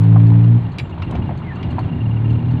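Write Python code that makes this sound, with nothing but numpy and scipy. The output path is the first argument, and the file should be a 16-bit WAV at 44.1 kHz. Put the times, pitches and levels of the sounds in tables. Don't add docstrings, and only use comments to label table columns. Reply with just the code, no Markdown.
import sys
import numpy as np
from scipy import signal
from scipy.fft import rfft, irfft
from scipy.io import wavfile
from scipy.ndimage import uniform_filter1d

SR = 44100
rng = np.random.default_rng(int(sys.argv[2]) if len(sys.argv) > 2 else 0)


def wav_record(signal):
    frames = np.transpose(np.atleast_2d(signal))
    bounded = np.clip(frames, -1, 1)
    quanta = np.round(bounded * 32767).astype(np.int16)
    wavfile.write(sys.argv[1], SR, quanta)


N = 114660
T = np.arange(N) / SR
GRAIN_PER_S = 76


def from_db(db):
    return 10 ** (np.asarray(db) / 20)


def rms_one(x):
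    return x / np.sqrt(np.mean(x ** 2) + 1e-20)


def in_time(rows):
    s, *columns = np.transpose(rows)
    return [np.interp(T, s, c) for c in columns]


def gain_at(points, hz):
    f, db = np.transpose(points)
    return from_db(np.interp(np.log(hz + 1e-6), np.log(f), db))


def rfft_hz():
    return np.arange(N // 2 + 1) * SR / N


def drift(rate_hz):
    spectrum = rfft(rng.standard_normal(N))
    return rms_one(irfft(spectrum / (1 + (rfft_hz() / rate_hz) ** 2), N))


def noise(points):
    spectrum = rfft(rng.standard_normal(N))
    return rms_one(irfft(spectrum * gain_at(points, rfft_hz()), N))


def ring(x, hz, width_hz):
    r = np.exp(-np.pi * width_hz / SR)
    w = 2 * np.pi * hz / SR
    feed, feedback = [np.sin(w) / 2, 0, -np.sin(w) / 2], [1, -2 * r * np.cos(w), r * r]
    return signal.lfilter(feed, feedback, x + 1e-18) / np.sin(w)


def chatter(modes):
    x = 0
    for hz, width, db in modes:
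        once = ring(rng.standard_normal(N), hz, 2 * width)
        x = x + from_db(db) * rms_one(ring(once, hz, 2 * width))
    power = uniform_filter1d(uniform_filter1d(x ** 2, size=200), size=200)
    return x / np.sqrt(power + 1e-12)


def blow(x, start_s, attack_s, t60_s):
    age = np.maximum(T - start_s, 0)
    shape = np.minimum(age / attack_s, 1) * from_db(-60 * np.minimum(age / t60_s, 5))
    burst = x * shape
    return burst * np.sqrt(np.sum(shape ** 2) / (np.sum(burst ** 2) + 1e-20))


def turn(hz):
    return 2 * np.pi * np.cumsum(hz) / SR


# time_s, firings_per_s
ENGINE_SPEED = [(0, 54.8), (.14, 55.8), (.32, 56.7), (.49, 57.7), (.6, 59), (.7, 55), (.95, 47),
                (1.2, 45.5), (1.65, 40.3), (1.78, 40.5), (1.92, 33.5), (2.04, 38), (2.22, 37), (2.31, 37.6),
                (2.4, 39.6), (2.6, 40.2)]
# time_s, level_db
EXHAUST_LEVEL = [(0, -10), (.12, -6.5), (.57, -8.5), (.615, -20.5), (.66, -19), (.71, -33), (.95, -34.5),
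                 (1.12, -27.5), (1.25, -23.5), (1.55, -40), (1.61, -24.5), (1.97, -23.5), (2.04, -15.5),
                 (2.19, -17.5), (2.33, -12.5), (2.42, -20), (2.55, -13.5), (2.6, -21)]
# time_s, roughness (0-1)
UNEVENNESS = [(0, .1), (.55, .08), (.7, .5), (1.9, .4), (2.1, .22)]
# frequency_hz, gain_db
CAB_BOOM = [(33, -25), (56, -27.5), (78, -14.5), (95, -5.5), (113, 1), (126, 1), (147, -15), (164, -4.5),
            (192, -20), (220, -27), (238, -12), (262, -21), (284, -16.5), (340, -35), (395, -32),
            (800, -54)]
WAVER_PER_S, HALF_ORDER_DB = 15, -6.5
SHAKE_REF_HZ = 140


def exhaust(firing, phase):
    (level_db,), (rough,) = in_time(EXHAUST_LEVEL), in_time(UNEVENNESS)
    out, power = 0, 0
    for order in np.arange(2, 29) / 2:
        hz = order * firing
        wander = (drift(WAVER_PER_S) + 1j * drift(WAVER_PER_S)) / np.sqrt(2)
        shake = rough * np.minimum(hz / SHAKE_REF_HZ, 2) * wander
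        strength = 1 + shake if order % 1 == 0 else from_db(HALF_ORDER_DB) * shake
        size = gain_at(CAB_BOOM, hz) * strength
        start_phase = 2 * np.pi * rng.random()
        out = out + np.real(size * np.exp(1j * (order * phase + start_phase)))
        power = power + np.abs(size) ** 2 / 2
    return from_db(level_db) * out / np.sqrt(power)


# time_s, level_db
CHASSIS_LEVEL = [(0, -26.5), (.55, -26), (.72, -27), (.89, -30), (1.03, -24.5), (1.17, -20.5),
                 (1.35, -25.5), (1.54, -26.5), (1.75, -21.5), (2.2, -26), (2.38, -22), (2.6, -26)]
# frequency_hz, density_db_per_hz
CHASSIS_SPECTRUM = [(20, -32), (40, -8), (62, -5), (85, 8), (125, 4.5), (165, 5), (205, -5), (235, 0.5),
                    (260, -8.5), (315, -7.5), (400, -14), (520, -27.5), (1500, -110)]


def chassis():
    x = noise(CHASSIS_SPECTRUM)
    even = x / np.sqrt(uniform_filter1d(x ** 2, size=4000))
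    return from_db(in_time(CHASSIS_LEVEL)[0]) * even


# start_s, peak_db, pitch_hz
RUT_THUMPS = [(0.806, -18.5, 124), (1.175, -13, 90.8), (1.635, -16, 95.9), (1.681, -17, 91)]
THUMP_RISE_S = .013


def thumps():
    out = 0
    for start_s, peak_db, hz in RUT_THUMPS:
        age = np.maximum(T - start_s, 0)
        swell = age / THUMP_RISE_S
        envelope = swell * np.exp(1 - swell)
        out = out + from_db(peak_db) * envelope * np.sin(2 * np.pi * hz * age)
    return out


# start_s, level_db, centre_hz, t60_s
BODY_KNOCKS = [(.159, -19.5, 948, 0.059), (0.317, -27, 908, 0.057), (.977, -25, 960, 0.034),
               (1.019, -26, 1180, 0.045), (1.123, -26, 1070, 0.056), (1.15, -23, 795, 0.052),
               (1.291, -20.5, 747, 0.044), (1.308, -24.5, 776, 0.066), (1.417, -31, 1320, 0.044),
               (1.782, -18, 933, 0.09)]
# multiple_of_centre, width_hz, gain_db
PANEL_MODES = [(.87, 135, 9.5), (1.077, 150, 3), (1.496, 248, -6), (2.201, 508, -12)]
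KNOCK_ATTACK_S, KNOCK_TOP_HZ = .0022, 3500


def knocks():
    out = 0
    for start_s, db, centre_hz, t60_s in BODY_KNOCKS:
        panel = chatter([(m * centre_hz, width, gain_db) for m, width, gain_db in PANEL_MODES])
        out = out + from_db(db) * blow(panel, start_s, KNOCK_ATTACK_S, t60_s)
    dull = signal.butter(4, KNOCK_TOP_HZ, fs=SR, output="sos")
    return signal.sosfilt(dull, out + 1e-18)


# start_s, level_db, brightness_hz, ring_against_crack_db
METAL_CLACKS = [(0.7846, -26, 9250, -7), (.789, -25, 5030, -14.5), (0.797, -25.5, 3000, -6),
                (1.0205, -27.5, 3470, -20), (1.153, -32.5, 3990, -22), (1.629, -30.5, 3600, -11)]
# frequency_hz, gain_db, t60_s
FITTING_MODES = [(1680, -9, .07), (2110, -8, .06), (2335, 3, .05), (2712, -1, .06), (3392, -10, .1),
                 (3920, -3, .075), (4742, 0, .06), (5367, -14, .08), (7278, -24, .3), (7558, -19, .08),
                 (8140, -18, .06), (8759, -18, .12), (10630, -23, .15), (11100, -20, .17)]
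# frequency_hz, density_db_per_hz
CRACK_SPECTRUM = [(800, -8.5), (1600, -12.5), (2400, 4), (3300, -4.5), (4600, -9), (6300, -17.5),
                  (8800, -28), (9800, -32.5), (11000, -26), (14700, -23)]
CRACK_ATTACK_S, CRACK_T60_S = .0012, .046


def clacks():
    out = 0
    for start_s, db, bright_hz, ring_db in METAL_CLACKS:
        age = np.maximum(T - start_s, 0)
        modes = 0
        for hz, mode_db, t60_s in FITTING_MODES:
            decay = from_db(mode_db - 60 * np.minimum(age / t60_s, 2))
            modes = modes + rng.choice([-1, 1]) * decay * np.sin(2 * np.pi * hz * age)
        crack = blow(noise(CRACK_SPECTRUM), start_s, CRACK_ATTACK_S, CRACK_T60_S)
        hit = from_db(ring_db) * modes + crack
        lowpass = signal.butter(2, bright_hz, fs=SR, output="sos")
        out = out + from_db(db) * signal.sosfilt(lowpass, hit + 1e-18)
    return out


# time_s, level_db
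ROAD_CURVE = [(0, -35.5), (.5, -37), (.92, -39.5), (1.12, -34.5), (1.38, -38.5), (1.7, -35.5), (2.1, -38.5),
              (2.6, -36.5)]
# frequency_hz, density_db_per_hz
ROAD_SPECTRUM = [(200, 2.5), (450, -2.5), (650, 1), (980, 1), (1200, -6), (1700, -9.5), (2400, -12.5),
                 (3200, -16), (4200, -23.5), (4700, -34.5), (5300, -42), (8300, -48.5), (9600, -54.5),
                 (15000, -67)]
GRAIN_DB, CLATTER_DEPTH = 1.13, .12


def road(phase):
    grain = from_db(GRAIN_DB * drift(GRAIN_PER_S))
    clatter = 1 + CLATTER_DEPTH * np.cos(phase)
    return from_db(in_time(ROAD_CURVE)[0]) * rms_one(noise(ROAD_SPECTRUM) * grain * clatter)


# middle_s, level_db
SQUEAK_TIMES = [(.443, -48), (0.661, -49), (0.854, -47.5), (0.931, -48), (1.037, -43.5), (1.081, -45.5),
                (1.228, -46), (1.278, -46.5), (1.43, -49), (1.567, -46), (1.605, -44), (1.649, -45.5),
                (1.71, -45.5), (1.838, -45.5), (1.897, -48), (1.934, -44), (1.975, -48.5), (2.012, -42.5),
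                (2.063, -44.5), (2.118, -43.5), (2.172, -43), (2.256, -43), (2.307, -41.5), (2.35, -47),
                (2.392, -44.5), (2.449, -49), (2.497, -45.5), (2.581, -47.5)]
# time_s, pitch_hz, level_db
FALLING_SQUEAL = [(1.42, 2220, -68), (1.445, 2200, -49.5), (1.48, 2100, -42.5), (1.522, 1760, -37.5),
                  (1.55, 1700, -56), (1.575, 1230, -44), (1.615, 1170, -47.5)]
SQUEAK_HZ, SQUEAK_JITTER_HZ, SQUEAL_JITTER_HZ = 2770, 60, 59.6
SQUEAK_SLIDE_HZ, SQUEAK_SETTLE_S = 18, .006
SQUEAK_LENGTH_S, SQUEAK_LENGTH_SPREAD, SQUEAK_GRAIN_DB = .028, .12, 2


def squeaks():
    out = 0
    jitter = SQUEAK_JITTER_HZ * drift(390)
    grain = from_db(SQUEAK_GRAIN_DB * drift(GRAIN_PER_S))
    for middle_s, db in SQUEAK_TIMES:
        half_s = SQUEAK_LENGTH_S / 2 * np.exp(SQUEAK_LENGTH_SPREAD * rng.standard_normal())
        near = np.abs(T - middle_s) < half_s
        age = T[near] - middle_s
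        slide = SQUEAK_SLIDE_HZ * np.exp(np.minimum(-age / SQUEAK_SETTLE_S, 2))
        tone = np.sin(turn(SQUEAK_HZ + slide + jitter[near]))
        chirp = np.cos(np.pi / 2 * age / half_s) * grain[near] * tone
        padded = np.zeros(N)
        padded[near] = chirp
        out = out + np.sqrt(2) * from_db(db) * padded
    hz, db = in_time(FALLING_SQUEAL)
    sounding = (T > FALLING_SQUEAL[0][0]) & (T < FALLING_SQUEAL[-1][0])
    squeal = np.sin(turn(hz + SQUEAL_JITTER_HZ * drift(200)))
    return out + np.sqrt(2) * from_db(db) * squeal * sounding


# start_s, level_db
JINGLE_TIMES = [(.032, -50), (0.264, -48), (.44, -51), (.716, -49), (.892, -54.5), (1.372, -49),
                (1.552, -50.5), (1.703, -47.5), (1.788, -43), (2.301, -51), (2.508, -49.5)]
# frequency_hz, width_hz, gain_db
TRINKET_MODES = [(4100, 300, -3), (4330, 150, 0), (6400, 300, -14), (7300, 120, -16), (8550, 250, -20)]
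JINGLE_ATTACK_S, JINGLE_T60_S, JINGLE_SPREAD_DB = .005, .08, 2.5


def jingles():
    out = 0
    for start_s, db in JINGLE_TIMES:
        modes = [(hz, width, gain_db + JINGLE_SPREAD_DB * rng.standard_normal())
                 for hz, width, gain_db in TRINKET_MODES]
        out = out + from_db(db) * blow(chatter(modes), start_s, JINGLE_ATTACK_S, JINGLE_T60_S)
    return out


# start_s, level_db
STONE_TICKS = [(.283, -56), (1.109, -43), (2.325, -56.5)]
# frequency_hz, density_db_per_hz
STONE_SPECTRUM = [(1500, -21.5), (3000, 0), (4400, -2.5), (5400, -9), (8700, -6.5), (9800, -23.5),
                  (14000, -31.5)]
STONE_ATTACK_S, STONE_T60_S = .0015, .04
GRIT_PER_S, GRIT_DB = 27, -70


def stones():
    tick = noise(STONE_SPECTRUM)
    draws = rng.random((int(GRIT_PER_S * N / SR), 2))
    grit = [(u * N / SR, GRIT_DB + 10 * (v - .5)) for u, v in draws]
    out = 0
    for start_s, db in list(STONE_TICKS) + grit:
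        out = out + from_db(db) * blow(tick, start_s, STONE_ATTACK_S, STONE_T60_S)
    return out


def scene():
    firing, = in_time(ENGINE_SPEED)
    phase = turn(firing)
    engine_and_ride = exhaust(firing, phase) + chassis() + thumps()
    rattles = knocks() + clacks() + squeaks() + jingles() + stones()
    return (engine_and_ride + road(phase) + rattles)[None]


CUTOFF_HZ, CEILING = 15600, .95


def record(dry):
    rounded = dry / (1 + (dry / CEILING) ** 10) ** (1 / 10)
    lowpass = signal.cheby2(12, 70, CUTOFF_HZ + 800, fs=SR, output="sos")
    return signal.sosfilt(lowpass, rounded)


dry = scene()
out = record(dry)
wav_record(out)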